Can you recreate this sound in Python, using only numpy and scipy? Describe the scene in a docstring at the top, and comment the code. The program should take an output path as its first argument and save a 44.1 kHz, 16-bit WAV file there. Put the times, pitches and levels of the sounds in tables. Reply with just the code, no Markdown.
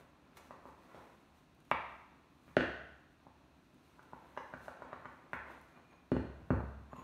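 """A small, hard-walled room: a stiff three-strand rope is spliced by hand on a wooden table.
Fibres crackle, rub, snap and squeak as strands are pulled through; the tight lay gives in jerks.
Rope and knuckles bump the boards, and a hand lands heavily. A hollow steel spike knocks, rings
and slides as it is picked up and laid down. Heard close, over faint rumble and hiss."""
import sys
import numpy as np
from scipy import signal
from scipy.fft import rfft, irfft
from scipy.io import wavfile

SR = 44100
rng = np.random.default_rng(int(sys.argv[2]) if len(sys.argv) > 2 else 0)


def wav_out(sig):
    """Save sig, one row per channel (or a flat mono array), as 16-bit PCM at SR to the path in sys.argv[1]."""
    wavfile.write(sys.argv[1], SR, np.round(np.clip(np.atleast_2d(sig).T, -1, 1) * 32767).astype(np.int16))


N = 310023
FFT_SIZE = 65536
FREQ_HZ = np.fft.rfftfreq(FFT_SIZE, 1 / SR)
TIME_S = np.arange(N) / SR

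# Hand movements: peak t/s, level/dB, swell/s
STRAND_PULLS = [(0, -67.5, 0.028), (.378, -60.5, 0.013), (.45, -72, .06), (.68, -72, .04), (.84, -77, .05),
                (.99, -73.5, 0.23), (1.38, -74, 0.034), (1.72, -74, 0.047), (1.93, -79.5, .2),
                (2.49, -74.5, 0.11), (3.88, -76.5, 0.085), (4.35, -77.5, 0.66), (4.655, -65.5, 0.052),
                (5.13, -81.5, 0.14), (5.345, -73, 0.032), (5.515, -69, 0.041), (5.68, -78.5, 0.18),
                (6.6, -80.5, 0.27), (6.99, -76, 0.095)]
ROPE_RUBS = [(0, -55, 0.04), (.39, -56.5, 0.025), (.6, -62, 0.54), (.98, -55, .13), (2.15, -68.5, .25),
             (3.38, -69, 0.38), (4.25, -59.5, 0.19), (4.92, -56, 0.42), (5.5, -50.5, 0.085),
             (5.78, -58.5, 0.058), (5.93, -56, 0.023), (6.4, -65, 0.4), (7.02, -54, 0.11)]
STRAND_SQUEAKS = [(6.925, -66.5, 0.008), (6.966, -57.5, 0.0068), (6.995, -61, 0.013)]
SPIKE_SLIDES = [(2.49, -81, .06), (5.77, -71, 0.038), (5.912, -63.5, 0.018), (5.98, -87, 0.054)]
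# Fibre snaps: t/s, level/dB, decay/s
FIBRE_SNAPS = [(0.37, -42.5, 0.0066), (1.549, -51, 0.00057), (1.603, -55, 0.0023), (1.651, -55, 0.0022),
               (1.68, -61, 0.0024), (1.712, -44, 0.0033), (3.744, -56, 0.0019), (4.029, -56, 0.0036),
               (5.333, -46, 0.0044), (5.613, -50, 0.0028)]
# Soft blows: t/s, force/dB, contact cut-off/Hz, bass weight/dB, low spot f/Hz, high spot f/Hz,
# tick/dB, room/dB
ROPE_BLOWS = [(.5075, -14.5, 1640, -4, 580, 980, -16, 4), (.654, -16.5, 1310, -1, 520, 1000, -35, 6),
              (.945, -20, 1310, 4.5, 540, 840, -9, 7), (1.714, 6.5, 2640, -5, 880, 1510, -49, 0),
              (3.267, -22, 1250, 7.5, 750, 1070, -28, 0), (5.332, -4, 2250, -1, 1310, 1730, -26, 3.5),
              (5.5, -20.5, 1600, -6, 940, 1260, -13, -5)]
LAY_JERKS = [(3.9925, -23, 1580, -13, 968, 1140, -37, 2.5), (4.1321, -11, 1200, -1.5, 490, 935, -34, 0),
             (4.374, -6, 1840, -7, 700, 1630, -13, 1.5), (4.537, -8.5, 1600, 2, 590, 1490, -19, 1.5),
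             (4.6807, -12.5, 1720, -9, 565, 1450, -14.5, 3), (4.82, -11, 1350, -5, 790, 1280, -17, 3.5),
             (4.929, -9.5, 1770, 1.5, 795, 1550, -18, 1.5), (5.055, -12, 1870, 1.5, 1250, 1530, -14.5, 1)]
HAND_BLOWS = [(2.479, -25, 1980, 6, 151, 2020, -31, 6.5), (3.735, -22, 465, 2.5, 282, 600, -26, 2),
              (6.387, -21.5, 390, 4.5, 66, 149, -54, 13.5), (6.5043, 3, 1580, 14, 96, 460, -27, 3.5),
              (6.604, -4.5, 1170, 1, 114, 905, -35, -5), (6.9307, -8.5, 1280, 1, 280, 996, -30, -11),
              (6.982, -19, 490, 13.5, 69, 250, -40, -4)]
# Spike on table: t/s, force/dB, contact cut-off/Hz, bass weight/dB, low spot f/Hz, boost/dB,
# high spot f/Hz, boost/dB, tick/dB, room/dB, wall clack/dB, lengthwise ring/dB
SPIKE_BLOWS = [ (2.567, 8.5, 732, 3, 367, 12, 610, 10.5, -19, -1, 9, -1.5),
               (2.607, -5.5, 950, 4, 318, 18.5, 520, 4.5, -38, 2, 1.5, -20),
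               (6.117, 1, 950, 14, 300, 6, 396, 5, -19.5, 1.5, -11, -12.5),
               (6.165, -1.5, 920, 13, 318, 7.5, 477, 0.5, -24, 0.5, -13, -22)]
# Modes: f/Hz, width/Hz, level/dB
STRAND_MODES = [(1078, 44, 32.5), (1230, 99, -4), (2710, 120, 14.5), (6830, 120, 8.5), (11400, 1000, -9)]
SPIKE_WALL_MODES = [(1494, 83, 13), (1610, 80, 4.5), (1662, 33, -3), (1775, 130, 3), (1856, 25, -6),
                    (2340, 45, -13), (2740, 285, -6), (3200, 27, -8.5), (3540, 220, -47), (4400, 120, -16)]
SPIKE_BENDING_MODES = [(2420, 19, 3.5), (4210, 7.1, 0.5), (6550, 9.8, -10), (9050, 37, -19),
                       (12200, 70, -33)]
TABLE_MODES = [(134.4, 50, 5.5), (192.4, 5.7, -2), (254, 18.3, 3), (383, 64, -20), (569, 248, 1.5),
               (892, 82, 4), (1163, 100, 0), (1502, 164, -1.5), (1830, 200, -24.5), (2304, 44, -1.5),
               (2700, 370, -3)]
ROOM_MODES = [(68.45, 2.2, 23.5), (122.5, 4.7, 10), (159, 3.1, -6), (216.3, 1.3, 11.5), (240, 1.1, -12)]
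# Spectral shapes: f/Hz, level/dB
FIBRE_SPECTRUM = [(200, -1), (1000, 17.5), (3000, 10.5), (6000, 4.5), (9000, 2.5), (14000, 0.5),
                  (18000, -8)]
RUB_SPECTRUM = [(50, -33), (200, 4.5), (600, 3.5), (1100, 1.5), (2000, -7.5), (3500, -18), (8000, -60.5)]
AIR_SPECTRUM = [(12, -46), (20, -23.5), (59, -2.5), (81, 1), (98, -11.5), (144, -1), (219, -6), (290, -2),
                (465, -17), (687, -13), (768, -15.5), (1040, -16), (2280, -25.5), (2480, -20),
                (15600, -50.5)]
# Room decay: f/Hz, T60/s
ROOM_DECAY = [(80, 0.79), (250, 0.41), (500, 0.59), (1400, 0.96), (3000, 0.6), (6000, 0.9), (14000, 0.19)]
# Microphone port resonances: f/Hz, width/Hz, gain/dB
PORT_BANDS = [(3110, 530, -3), (4220, 730, 5), (4760, 1100, -5.5), (6200, 1300, 2), (7540, 1100, -3),
              (9400, 2300, 1.5), (10350, 260, -6)]


def fibre_crackle(held_db=-85):
    """Fibres slip as strands are pulled; held rope is never quite still."""
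    slips = grains(rate_hz=3200, spread_db=1.3)
    return colour(slips, FIBRE_SPECTRUM) * strokes(STRAND_PULLS, held_db)


def rope_rub(held_db=-78, gain_db=-5):
    """Strands rub on skin and on each other."""
    slips = grains(rate_hz=900, spread_db=2.9)
    return colour(slips, RUB_SPECTRUM) * strokes(ROPE_RUBS, held_db) * undb(gain_db)


def fibre_snaps(crest_factor=3):
    """Fibres snap past each other: sudden onset, exponential decay."""
    envelope = sum(undb(db) * (TIME_S >= s) * np.exp(-np.abs(TIME_S - s) / decay_s)
                   for s, db, decay_s in FIBRE_SNAPS)
    slips = grains(rate_hz=13000, spread_db=0.6)
    return colour(slips, FIBRE_SPECTRUM) * envelope / crest_factor


def strand_squeak(gain_db=8):
    """The last strand is drawn through; its slips excite narrow modes."""
    squeak = through(grains(rate_hz=990, spread_db=2.7), modes(STRAND_MODES))
    return squeak / squeak.std() * strokes(STRAND_SQUEAKS) * undb(gain_db)


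def rope_bumps():
    """Rope knocks on the boards."""
    return soft_blows(ROPE_BLOWS, low_db=6.8, high_db=3.2, rough_db=-6.5)


def lay_jerks(lead_s=0.008, lead_db=-14):
    """The spike is forced through the lay, which gives a little just before each jerk."""
    leads = [(s - lead_s, db + lead_db, *rest) for s, db, *rest in LAY_JERKS]
    return soft_blows(LAY_JERKS + leads, low_db=6, high_db=1.5, rough_db=2.5)


def hand_thumps():
    """Hand and knuckles land on the table."""
    return soft_blows(HAND_BLOWS, low_db=6.2, high_db=2.3, rough_db=-8)


def spike_knocks():
    """Steel hits wood: the hollow wall clacks, the length rings."""
    clack = modes(SPIKE_WALL_MODES) * resonance(2550, 1340)
    ring = modes(SPIKE_BENDING_MODES) * resonance(4000, 12000)
    return sum(table(s, contact_force(*contact), room_db, undb(clack_db) * clack, undb(ring_db) * ring)
               for s, *contact, room_db, clack_db, ring_db in SPIKE_BLOWS)


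def spike_slide(gain_db=-4):
    """Friction on wood or rope drives the spike's bending modes."""
    response = modes(SPIKE_BENDING_MODES) * boost(4195, 600, -7)
    response *= boost(6505, 600, 3.9) * boost(9205, 900, 1.0)
    ring = through(grains(rate_hz=3300, spread_db=1.9), response)
    return ring / ring.std() * strokes(SPIKE_SLIDES) * undb(gain_db)


def soft_blows(rows, low_db, high_db, rough_db):
    """Blows sharing spot boosts and roughness; no steel rings."""
    out = np.zeros((2, N))
    for s, db, contact_hz, weight_db, low_hz, high_hz, tick_db, room_db in rows:
        force = contact_force(db, contact_hz, weight_db, low_hz, low_db, high_hz, high_db,
                              tick_db, rough_db)
        out += table(s, force, room_db)
    return out


def contact_force(db, contact_hz, weight_db, low_hz, low_db, high_hz, high_db, tick_db, rough_db=-9):
    """Spectrum of one blow: soft contact dulls it, weight adds bass, the struck spot resonates."""
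    settling = 1 + undb(rough_db) * chatter(decay_s=0.00092) * resonance(1800, 2400)
    tick = undb(tick_db) * chatter(decay_s=0.0013) * lowpass(3300, order=2)
    push = lowpass(contact_hz, order=5) * settling + tick
    weight = 1 + (undb(weight_db) - 1) * lowpass(125, order=1) * (1 + 1.74 * resonance(320, 320))
    spot = boost(low_hz, 0.28 * low_hz, low_db) * boost(high_hz, 0.28 * high_hz, high_db)
    return undb(db) * push * weight * spot


def table(start_s, force, room_db, clack=0, ring=0, echo_s=0.004914, echo_db=-8, radiate_hz=55):
    """Boards radiate one blow, plus any steel spectra. Rows: direct, room feed."""
    board = sum(undb(db) * resonance(hz, width_hz) for hz, width_hz, db in TABLE_MODES)
    flex = resonance(550, 17000)  # many overlapping plank modes
    # Bending waves: treble first, bass later
    dispersion = (1 - 2 * resonance(490, 1200)) * (1 - 2 * resonance(1930, 1400))
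    dispersion *= 1 - 2 * resonance(2590, 1500)
    edge_echo = 1 + undb(echo_db) * np.exp(-2j * np.pi * FREQ_HZ * echo_s)
    radiation = (1j * FREQ_HZ / radiate_hz) ** 4 * lowpass(radiate_hz, order=4)  # high-pass
    direct = force * edge_echo * (board + undb(-15) * flex) + dispersion * (clack + ring)
    feed = force * (0.25 * board + undb(-8) * flex) + dispersion * (clack + undb(-2) * ring)
    sound = irfft(radiation * dispersion * np.array([direct, undb(room_db) * feed]))
    out = np.zeros((2, N))
    start = int(start_s * SR)
    out[:, start:start + FFT_SIZE] = sound[:, :N - start]
    return out


def room(x, onset_s=0.001, build_s=0.0041, standing_db=-3, lowest_hz=62.5):
    """Dense reflections build up and decay by octave, over a few standing waves."""
    t = np.arange(FFT_SIZE) / SR
    noise = rfft(rng.standard_normal(FFT_SIZE))
    octave = np.log2(np.clip(FREQ_HZ, lowest_hz, 16000) / lowest_hz)
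    tail = np.zeros(FFT_SIZE)
    for k in range(9):
        t60_s = over_hz(ROOM_DECAY, lowest_hz * 2 ** k)
        band = irfft(noise * np.maximum(1 - np.abs(octave - k), 0))
        tail += band * np.exp(-np.log(1000) * t / t60_s)
    tail *= np.clip((t - onset_s) / build_s, 0, 1)
    reflections = rfft(tail) / np.sqrt(np.sum(tail ** 2))
    return through(x, reflections + undb(standing_db) * modes(ROOM_MODES))


def air(level_db=-66):
    """Steady room rumble and hiss."""
    return colour(rng.standard_normal(N), AIR_SPECTRUM) * undb(level_db)


def grains(rate_hz, spread_db):
    """Random slip impulses: many small, few large."""
    size = undb(spread_db * np.minimum(rng.exponential(size=N), 3))
    return (rng.random(N) < rate_hz / SR) * size * rng.choice([-1, 1], N)


def strokes(rows, held_db=-np.inf, release_ratio=0.9):
    """Envelope of movements that swell and fade; powers add."""
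    power = undb(held_db) ** 2
    for s, db, swell_s in rows:
        from_peak = np.maximum(s - TIME_S, (TIME_S - s) / release_ratio) / swell_s
        power = power + undb(db) ** 2 * np.exp(-2 * np.minimum(from_peak, 20))
    return np.sqrt(power)


def chatter(decay_s, rise_s=0.003):
    """Spectrum of a unit-energy burst of tiny contacts."""
    t = np.arange(SR // 40) / SR
    burst = rng.standard_normal(len(t)) * np.exp(-t / decay_s) * np.minimum(t / rise_s, 1)
    return rfft(burst, FFT_SIZE) / np.sqrt(np.sum(burst ** 2))


def resonance(hz, width_hz):
    """Band-pass response, gain 1 at centre."""
    return 1j * FREQ_HZ * width_hz / (hz ** 2 - FREQ_HZ ** 2 + 1j * FREQ_HZ * width_hz)


def modes(rows):
    """Response of summed decaying sines."""
    return sum(undb(db) * hz * width_hz / (hz ** 2 - FREQ_HZ ** 2 + 1j * FREQ_HZ * width_hz)
               for hz, width_hz, db in rows)


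def boost(hz, width_hz, db):
    """Response lifting or cutting one band."""
    lift = 1 + (undb(abs(db)) - 1) * resonance(hz, width_hz)
    return lift if db > 0 else 1 / lift


def lowpass(hz, order):
    """Maximally flat low-pass response."""
    return signal.freqs(*signal.butter(order, 1, analog=True), FREQ_HZ / hz)[1]


def through(x, response):
    """Filter x by a frequency response."""
    return signal.fftconvolve(x, irfft(response))[:N]


def colour(x, spectrum):
    """Shape x by a spectrum; rms 1."""
    gain = undb(over_hz(spectrum, np.fft.rfftfreq(N, 1 / SR)))
    shaped = irfft(rfft(x) * gain, N)
    return shaped / shaped.std()


def over_hz(rows, hz):
    """Interpolate (f/Hz, value) rows over log frequency."""
    row_hz, value = np.transpose(rows)
    return np.interp(np.log(hz + 1), np.log(row_hz), value)


def undb(db):
    """dB to gain."""
    return 10 ** (np.asarray(db) / 20)


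def scene(handling_room_db=-3):
    """Rope, spike and table, direct and off the walls; mono."""
    blows, room_feed = rope_bumps() + lay_jerks() + hand_thumps() + spike_knocks()
    handling = fibre_crackle() + rope_rub() + fibre_snaps() + strand_squeak() + spike_slide()
    reverb = room(room_feed + undb(handling_room_db) * handling)
    return (blows + handling + reverb + air())[None]


def record(dry):
    """Phone microphone: the port colours the treble; deep bass and top are cut."""
    low_cut_hz, high_cut_hz = 35, 15650
    port = np.prod([boost(*band) for band in PORT_BANDS], axis=0)
    coloured = through(dry[0], port)[None]
    thinned = signal.sosfilt(signal.butter(2, low_cut_hz, "high", fs=SR, output="sos"), coloured)
    return signal.sosfilt(signal.ellip(10, .2, 70, high_cut_hz, fs=SR, output="sos"), thinned)


dry = scene()
out = record(dry)
wav_out(out)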